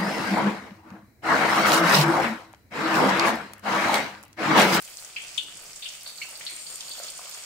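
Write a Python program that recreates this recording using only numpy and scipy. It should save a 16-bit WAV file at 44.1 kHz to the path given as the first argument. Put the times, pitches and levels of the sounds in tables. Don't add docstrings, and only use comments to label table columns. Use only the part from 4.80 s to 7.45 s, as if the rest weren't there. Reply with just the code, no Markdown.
import sys
import numpy as np
from scipy import signal
from scipy.fft import rfft, irfft
from scipy.io import wavfile
from scipy.ndimage import uniform_filter1d

SR = 44100
rng = np.random.default_rng(int(sys.argv[2]) if len(sys.argv) > 2 else 0)


def inscribe(sig):
    pcm = np.round(np.clip(np.atleast_2d(sig).T, -1, 1) * 32767)
    wavfile.write(sys.argv[1], SR, pcm.astype(np.int16))


N = 116865
CUTOFF_HZ = 15750


def amp(db):
    return 10 ** (np.asarray(db) / 20)


def unit_energy(x):
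    return x / np.sqrt(np.sum(x ** 2, -1, keepdims=True) + 1e-20)


def unit_rms(x):
    return x / np.sqrt(np.mean(x ** 2) + 1e-20)


def envelope(levels):
    return amp(np.interp(np.arange(N) / SR, *np.transpose(levels)))


def add(mix, start_s, sound, level_db, pan_db, window_s=0.01):
    gains = amp([[level_db + pan_db / 2], [level_db - pan_db / 2]]) * np.sqrt(window_s * SR)
    part = mix[:, round(start_s * SR):][:, :sound.shape[1]]
    part += (sound * gains)[:, :part.shape[1]]


def colour(x, spectrum):
    hz, *gains_db = np.transpose(spectrum)
    log_hz = np.log(np.abs(np.fft.fftfreq(2048, 1 / SR)) + 1)
    log_gain = np.log(amp([np.interp(log_hz, np.log(hz), db) for db in gains_db]))
    response = np.exp(np.conj(signal.hilbert(log_gain)))
    return signal.oaconvolve(x, np.fft.ifft(response).real, axes=1)[:, :N]


def echoes(decay_s, build_s, length_s):
    t = np.arange(0, length_s, 1 / SR)
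    noise = rng.standard_normal((2, len(t)))
    return unit_energy(noise * np.exp(-t / decay_s) * (1 - np.exp(-t / build_s)))


def kitchen(x, t60_s=0.53):
    tail = echoes(t60_s / np.log(1000), build_s=0.0038, length_s=0.5)
    return signal.fftconvolve(np.atleast_2d(x), tail, axes=1)[:, :x.shape[-1]]


def burst(t, hz, cycles):
    age = t * hz / cycles
    return age ** 2 * np.exp(-age) * np.sin(2 * np.pi * hz * t)


def surge(depth_db, fastest_hz):
    t = np.linspace(0, N / SR, N // 64)
    rates_hz = np.geomspace(fastest_hz / 6, fastest_hz, 16)[:, None]
    swell = unit_rms(np.sin(2 * np.pi * (rates_hz * t + rng.random((16, 1)))).sum(0))
    return np.interp(np.arange(N) / SR, t, amp(depth_db * swell))


def bubbles(per_s, ring_s, spread_db, pitches=32):
    out, t = np.zeros((2, N)), np.arange(256) / SR
    strength = amp(spread_db * np.minimum(rng.exponential(1, N), 4.1))
    bursting = rng.random(N) < per_s / SR
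    pitch_index = rng.integers(0, pitches, N)
    clusters = [surge(depth_db=2.5, fastest_hz=22) for _ in range(pitches // 4)]
    for k in range(pitches):
        hz = (k + 0.5) / pitches * CUTOFF_HZ
        rings = np.exp(-t / ring_s) * np.sin(2 * np.pi * (hz * t + rng.random((2, 1))))
        onsets = np.flatnonzero(bursting & (pitch_index == k))
        gain = (strength[onsets] * clusters[k // 4][onsets])[:, None]
        samples = onsets[:, None] + np.arange(len(t))
        out += [np.bincount(samples.ravel(), (gain * ring).ravel(), N)[:N] for ring in rings]
    return out


def frying(crowd, spectrum, levels, room_db):
    direct = crowd * surge(depth_db=0.5, fastest_hz=18)
    heard = colour(direct + amp(room_db) * kitchen(direct), spectrum)
    return unit_rms(heard) * envelope(levels)


# frequency_hz, left_db, right_db
SIZZLE_SPECTRUM = [(123, -51, -17), (330, -21, -35.5), (610, -3.5, -8), (770, -5.5, -19),
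                   (1424, -7.5, -0.5), (1750, -11, -4.5), (2300, -1.5, 0.5), (4030, -4.5, -10),
                   (4470, -4.5, 2.5), (6000, -2.5, -3.5), (7300, -14, 4.5), (7720, 2.5, -7.5),
                   (8500, 1.5, 0), (9500, -1.5, -11.5), (10100, -6.5, -12.5), (12300, -12, -8.5),
                   (13600, -14, -10.5), (15300, -6, -8.5)]
# time_s, level_db
SIZZLE_LEVEL = [(0, -44.5), (.29, -45.5), (.335, -47.5), (.43, -43.5), (.55, -42), (.66, -46), (.76, -44),
                (.88, -43.5), (.97, -44), (1.1, -43), (1.21, -44.5), (1.45, -43.5), (2, -45), (2.65, -42.5)]


def sizzle():
    crowd = bubbles(per_s=5000, ring_s=0.00027, spread_db=4)
    return frying(crowd, SIZZLE_SPECTRUM, SIZZLE_LEVEL, room_db=0.5)


# frequency_hz, gain_db
CRACKLE_SPECTRUM = [(1000, -56), (3500, -12), (5000, -2), (6800, -5), (9000, 6.5), (11000, -5), (15000, -4)]
# time_s, level_db
CRACKLE_LEVEL = [(0, -49), (.35, -56.5), (1.2, -54.5), (1.9, -50.5), (2.65, -51.5)]


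def crackle():
    clicks = bubbles(per_s=170, ring_s=0.000093, spread_db=2.4, pitches=12)
    flurries = surge(depth_db=3.5, fastest_hz=24)
    return frying(clicks * flurries, CRACKLE_SPECTRUM, CRACKLE_LEVEL, room_db=-24)


# time_s, gain_db
ARM_SHADE = [(0, 3), (.28, 0), (.36, -5.5), (.8, -4), (1.1, -1.5), (1.4, 0), (2, -5.5), (2.65, -3.5)]


def arm_shadow(x, corner_hz=9400):
    hz = np.fft.rfftfreq(N, 1 / SR) + 1
    treble = irfft(rfft(x) / (1 + (corner_hz / hz) ** 8), N)
    return x + treble * (envelope(ARM_SHADE) - 1)


# frequency_hz, left_db, right_db
FIZZ_SPECTRUM = [(245, -26.5, -17), (590, -3, -13.5), (1410, -14, -6.5), (1850, -12, -9), (3400, 1, -6.5),
                 (3950, -7, -2), (4500, -11.5, 3.5), (5300, 1, -1), (6200, -22, -4.5), (7000, 2, 6),
                 (7870, -13, -1.5), (8400, 8.5, -17), (8840, -3, -26), (10300, -11.5, -12.5),
                 (15200, -15, -10)]
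# time_s, level_db
FIZZ_LEVEL = [(0, -49), (1.2, -67), (1.62, -45.5), (1.78, -49), (1.92, -43.5), (2.04, -43), (2.24, -39),
              (2.36, -44.5), (2.65, -46.5)]


def fizz():
    crowd = bubbles(per_s=7000, ring_s=0.00037, spread_db=2.5)
    return frying(crowd, FIZZ_SPECTRUM, FIZZ_LEVEL, room_db=-8)


# frequency_hz, gain_db
RUMBLE_SPECTRUM = [(20, 3), (50, -1), (82, -8), (100, 9.5), (122, -6), (165, 4.5), (230, -3.5), (360, -1),
                   (580, -1.5), (900, -3.5), (1600, -22), (3000, -18)]
# time_s, level_db
RUMBLE_LEVEL = [(0, -62.5), (.4, -60.5), (.52, -59), (.85, -58), (1.2, -62.5), (1.7, -61.5), (2.2, -61),
                (2.65, -65.5)]


def rumble():
    noise = rng.standard_normal((2, N))
    return unit_rms(colour(noise, RUMBLE_SPECTRUM)) * envelope(RUMBLE_LEVEL)


# start_s, pitch_hz, level_db, pan_db (left minus right), decay_s
SPITS = [(0.04, 10900, -53, -6, 0.0013), (0.049, 9500, -46, 3, .002), (0.1717, 6000, -41, 2, 0.0002),
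         (0.247, 6530, -40, 0, 0.007), (0.42, 7300, -43, 6, 0.01), (0.44, 6200, -45.5, 0, 0.00015),
         (0.545, 5300, -44.5, 4, 0.0042), (0.576, 7100, -38, -4, 0.0093), (0.584, 8500, -45, 7, 0.00032),
         (0.754, 7400, -49.5, -12, 0.0034), (0.77, 7500, -44, 1, 0.0055), (0.932, 5100, -47, -5, 0.00048),
         (0.959, 6700, -38.5, -3, 0.015), (1.045, 6200, -46, 0, 0.00056), (1.087, 5830, -39, -6.5, 0.0081),
         (1.221, 5570, -52, 5, .0006), (1.275, 8400, -42.5, 2, 0.0064), (1.652, 9500, -42, 4, 0.00053),
         (1.7375, 8000, -46, 0, .0002), (1.7648, 7900, -39, -2, 0.0015), (1.901, 8500, -51, 13, 0.00029),
         (1.923, 8400, -57, 1, .001), (1.958, 8950, -38, 4, 0.0006), (2.0066, 5440, -37.5, 2, 0.0018),
         (2.094, 12100, -44, 7, 0.0011), (2.236, 7000, -42, -11, 0.0011), (2.301, 7560, -38, 2, 0.0042),
         (2.3785, 6950, -45.5, -13, 0.00076), (2.494, 6000, -43, 0, .0009), (2.498, 12200, -43, 0, 0.0015),
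         (2.547, 7400, -42, -2, 0.00026), (2.638, 7000, -43.5, -3, 0.0013)]


def spits(room_db=-6.5):
    out, t = np.zeros((2, N)), np.arange(0, 0.5, 1 / SR)
    for start_s, pitch_hz, level_db, pan_db, decay_s in SPITS:
        tick = unit_energy(np.gradient(burst(t, pitch_hz, cycles=0.4)))
        spurt = echoes(decay_s, build_s=0.00005, length_s=0.04)
        crack = unit_energy(signal.fftconvolve(tick[None], spurt, axes=1)[:, :len(t)])
        tail = amp(room_db) * unit_energy(kitchen(tick))
        add(out, start_s, crack + tail, level_db, pan_db)
    return out


# start_s, pitch_hz, level_db, pan_db, ring_s, room_db, purity (the tone's share of energy, 0-1)
STEAM_POPS = [(0.183, 4400, -43.5, -3, 0.011, -8, 0), (0.3623, 2590, -29, 1, 0.02, -2.5, 0.06),
              (0.361, 3160, -46, 13, 0.0025, 10.5, 0.16), (0.363, 4450, -41.5, 1, 0.0089, -4, 0.05),
              (0.5773, 3400, -25, 10.5, 0.01, -5.5, 0.1), (0.5789, 2900, -31, 8, 0.0075, -0.5, 0.23),
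              (.578, 4350, -40, -3, 0.02, -4, 0.4), (.593, 3558, -33.5, 10, 0.028, -9, 0.46),
              (1.0225, 3570, -35, 2, 0.02, -1.5, 0.12), (1.023, 2700, -44, 1, 0.022, 5, 0),
              (1.023, 4500, -47, -9, 0.046, 9, 0.17), (1.056, 3080, -33, 6.5, 0.016, -3, 0.01),
              (1.261, 4470, -39, -8, 0.017, 2.5, 0.38), (1.26, 3800, -45, 7, 0.0093, 5.5, 0),
              (1.381, 4410, -45, -10, 0.005, 5, 0.08), (1.4151, 2230, -32.5, 3, 0.015, -8.5, 0.52),
              (1.418, 2694, -35.5, -3, 0.022, -1, 0.09), (1.4184, 4360, -38, -3, 0.014, -15, 0.5),
              (1.553, 4500, -40.5, -4, 0.01, -2, 0), (1.609, 2130, -42, -4, .003, 1.5, 0.03),
              (1.61, 3270, -45.5, 0, .005, 2, 0), (1.6641, 4306, -32, -1, 0.017, -1.5, .15),
              (1.665, 3950, -39.5, 7, 0.0077, -5, 0.26), (1.6633, 3360, -38, 8, 0.0098, -0.5, 0.05),
              (1.685, 2210, -45.5, -12, 0.046, 3.5, 0), (1.866, 4520, -41, -8, 0.0035, 2, .3),
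              (2.007, 3400, -41.5, 3, 0.0083, -5, 0), (2.081, 4500, -45, -5, 0.0057, 4, .2),
              (2.1112, 4480, -36, -3, 0.01, -7, 0.4), (2.113, 3600, -41.5, 7, .008, 1, 0),
              (2.182, 4400, -40.5, -4, 0.025, -4, .3), (2.281, 4450, -42, -6, 0.0053, -14, .5)]


def pops(attack_s=0.0013, pitch_rise=0.018):
    out, t = np.zeros((2, N)), np.arange(0, 0.5, 1 / SR)
    for start_s, pitch_hz, level_db, pan_db, ring_s, room_db, purity in STEAM_POPS:
        decay = np.exp(-t / ring_s)
        ring = decay * (1 - np.exp(-t / attack_s))
        cycles = (0.89 + 3.5 * purity) * (pitch_hz / 2970) ** 0.39
        kick = unit_energy(burst(t, pitch_hz, cycles))
        noise = rng.standard_normal((2, len(t)))
        wash = irfft(rfft(noise) * rfft(kick), len(t))
        wash_rms = np.sqrt(uniform_filter1d(wash ** 2, size=280) + 1e-12)
        scatter = np.sqrt(1 - purity) * unit_energy(ring * wash / wash_rms)
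        glide_hz = pitch_hz * (1 + pitch_rise * (1 - decay))
        tone = np.sqrt(purity) * unit_energy(ring * np.sin(2 * np.pi * np.cumsum(glide_hz) / SR))
        tail = unit_energy(kitchen(kick + 0.84 * tone))
        add(out, start_s, unit_energy(tone + scatter), level_db, pan_db)
        add(out, start_s, tail, level_db + room_db, 0.36 * pan_db)
    return out


# start_s, pitch_hz, level_db, room_db
PLOPS = [(.569, 1120, -59, -15), (.632, 347, -62, 7), (1.485, 920, -55.5, -1), (1.72, 330, -63.5, 6),
         (2.181, 683, -53.5, 7), (2.199, 604, -46, -2), (2.2, 1350, -51.5, 2), (2.244, 617, -55, -1),
         (2.392, 710, -52.5, 2.5), (2.3925, 1130, -48, -5), (2.451, 590, -56.5, 0),
         (2.456, 1200, -59.5, 13)]


def plops():
    out, t = np.zeros((2, N)), np.arange(0, 0.5, 1 / SR)
    for start_s, pitch_hz, level_db, room_db in PLOPS:
        plop = unit_energy(burst(t, pitch_hz, cycles=0.7))
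        tail = amp(room_db) * unit_energy(kitchen(plop))
        add(out, start_s, plop + tail, level_db, pan_db=6.5)
    return out


# frequency_hz, left_db, right_db
FROTH_SPECTRUM = [(1990, -42, -60), (6000, -17, -31), (7400, 6, -17), (8340, -24, 7), (8500, 13, -26),
                  (8920, 4, -12), (10800, -22, -24.5), (15000, -17, -20)]
# time_s, level_db
FROTH_LEVEL = [(1.2, -72), (1.5, -75), (1.71, -47.5), (1.77, -43.5), (1.84, -40), (1.9, -41.5), (1.97, -46),
               (2.04, -54), (2.65, -53.5)]


def froth():
    crowd = bubbles(per_s=7000, ring_s=0.00037, spread_db=2.5)
    return frying(crowd, FROTH_SPECTRUM, FROTH_LEVEL, room_db=-8)


def scene():
    return arm_shadow(sizzle() + crackle()) + fizz() + rumble() + spits() + pops() + plops() + froth()


# frequency_hz, correlation (0-1)
COHERENCE = [(30, 0.74), (200, 0.88), (600, 0.7), (1300, 0.37), (2400, 0), (5000, 0.004)]


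def record(dry):
    spectra = rfft(dry)
    hz, correlation = np.transpose(COHERENCE)
    log_hz = np.log(np.fft.rfftfreq(N, 1 / SR) + 1)
    angle = np.arcsin(np.interp(log_hz, np.log(hz), correlation)) / 2
    pair = irfft(np.cos(angle) * spectra + np.sin(angle) * spectra[::-1], N)
    low_pass = signal.firwin(511, CUTOFF_HZ, window=("kaiser", 9), fs=SR)
    return signal.oaconvolve(pair, low_pass[None], "same")


dry = scene()
out = record(dry)
inscribe(out)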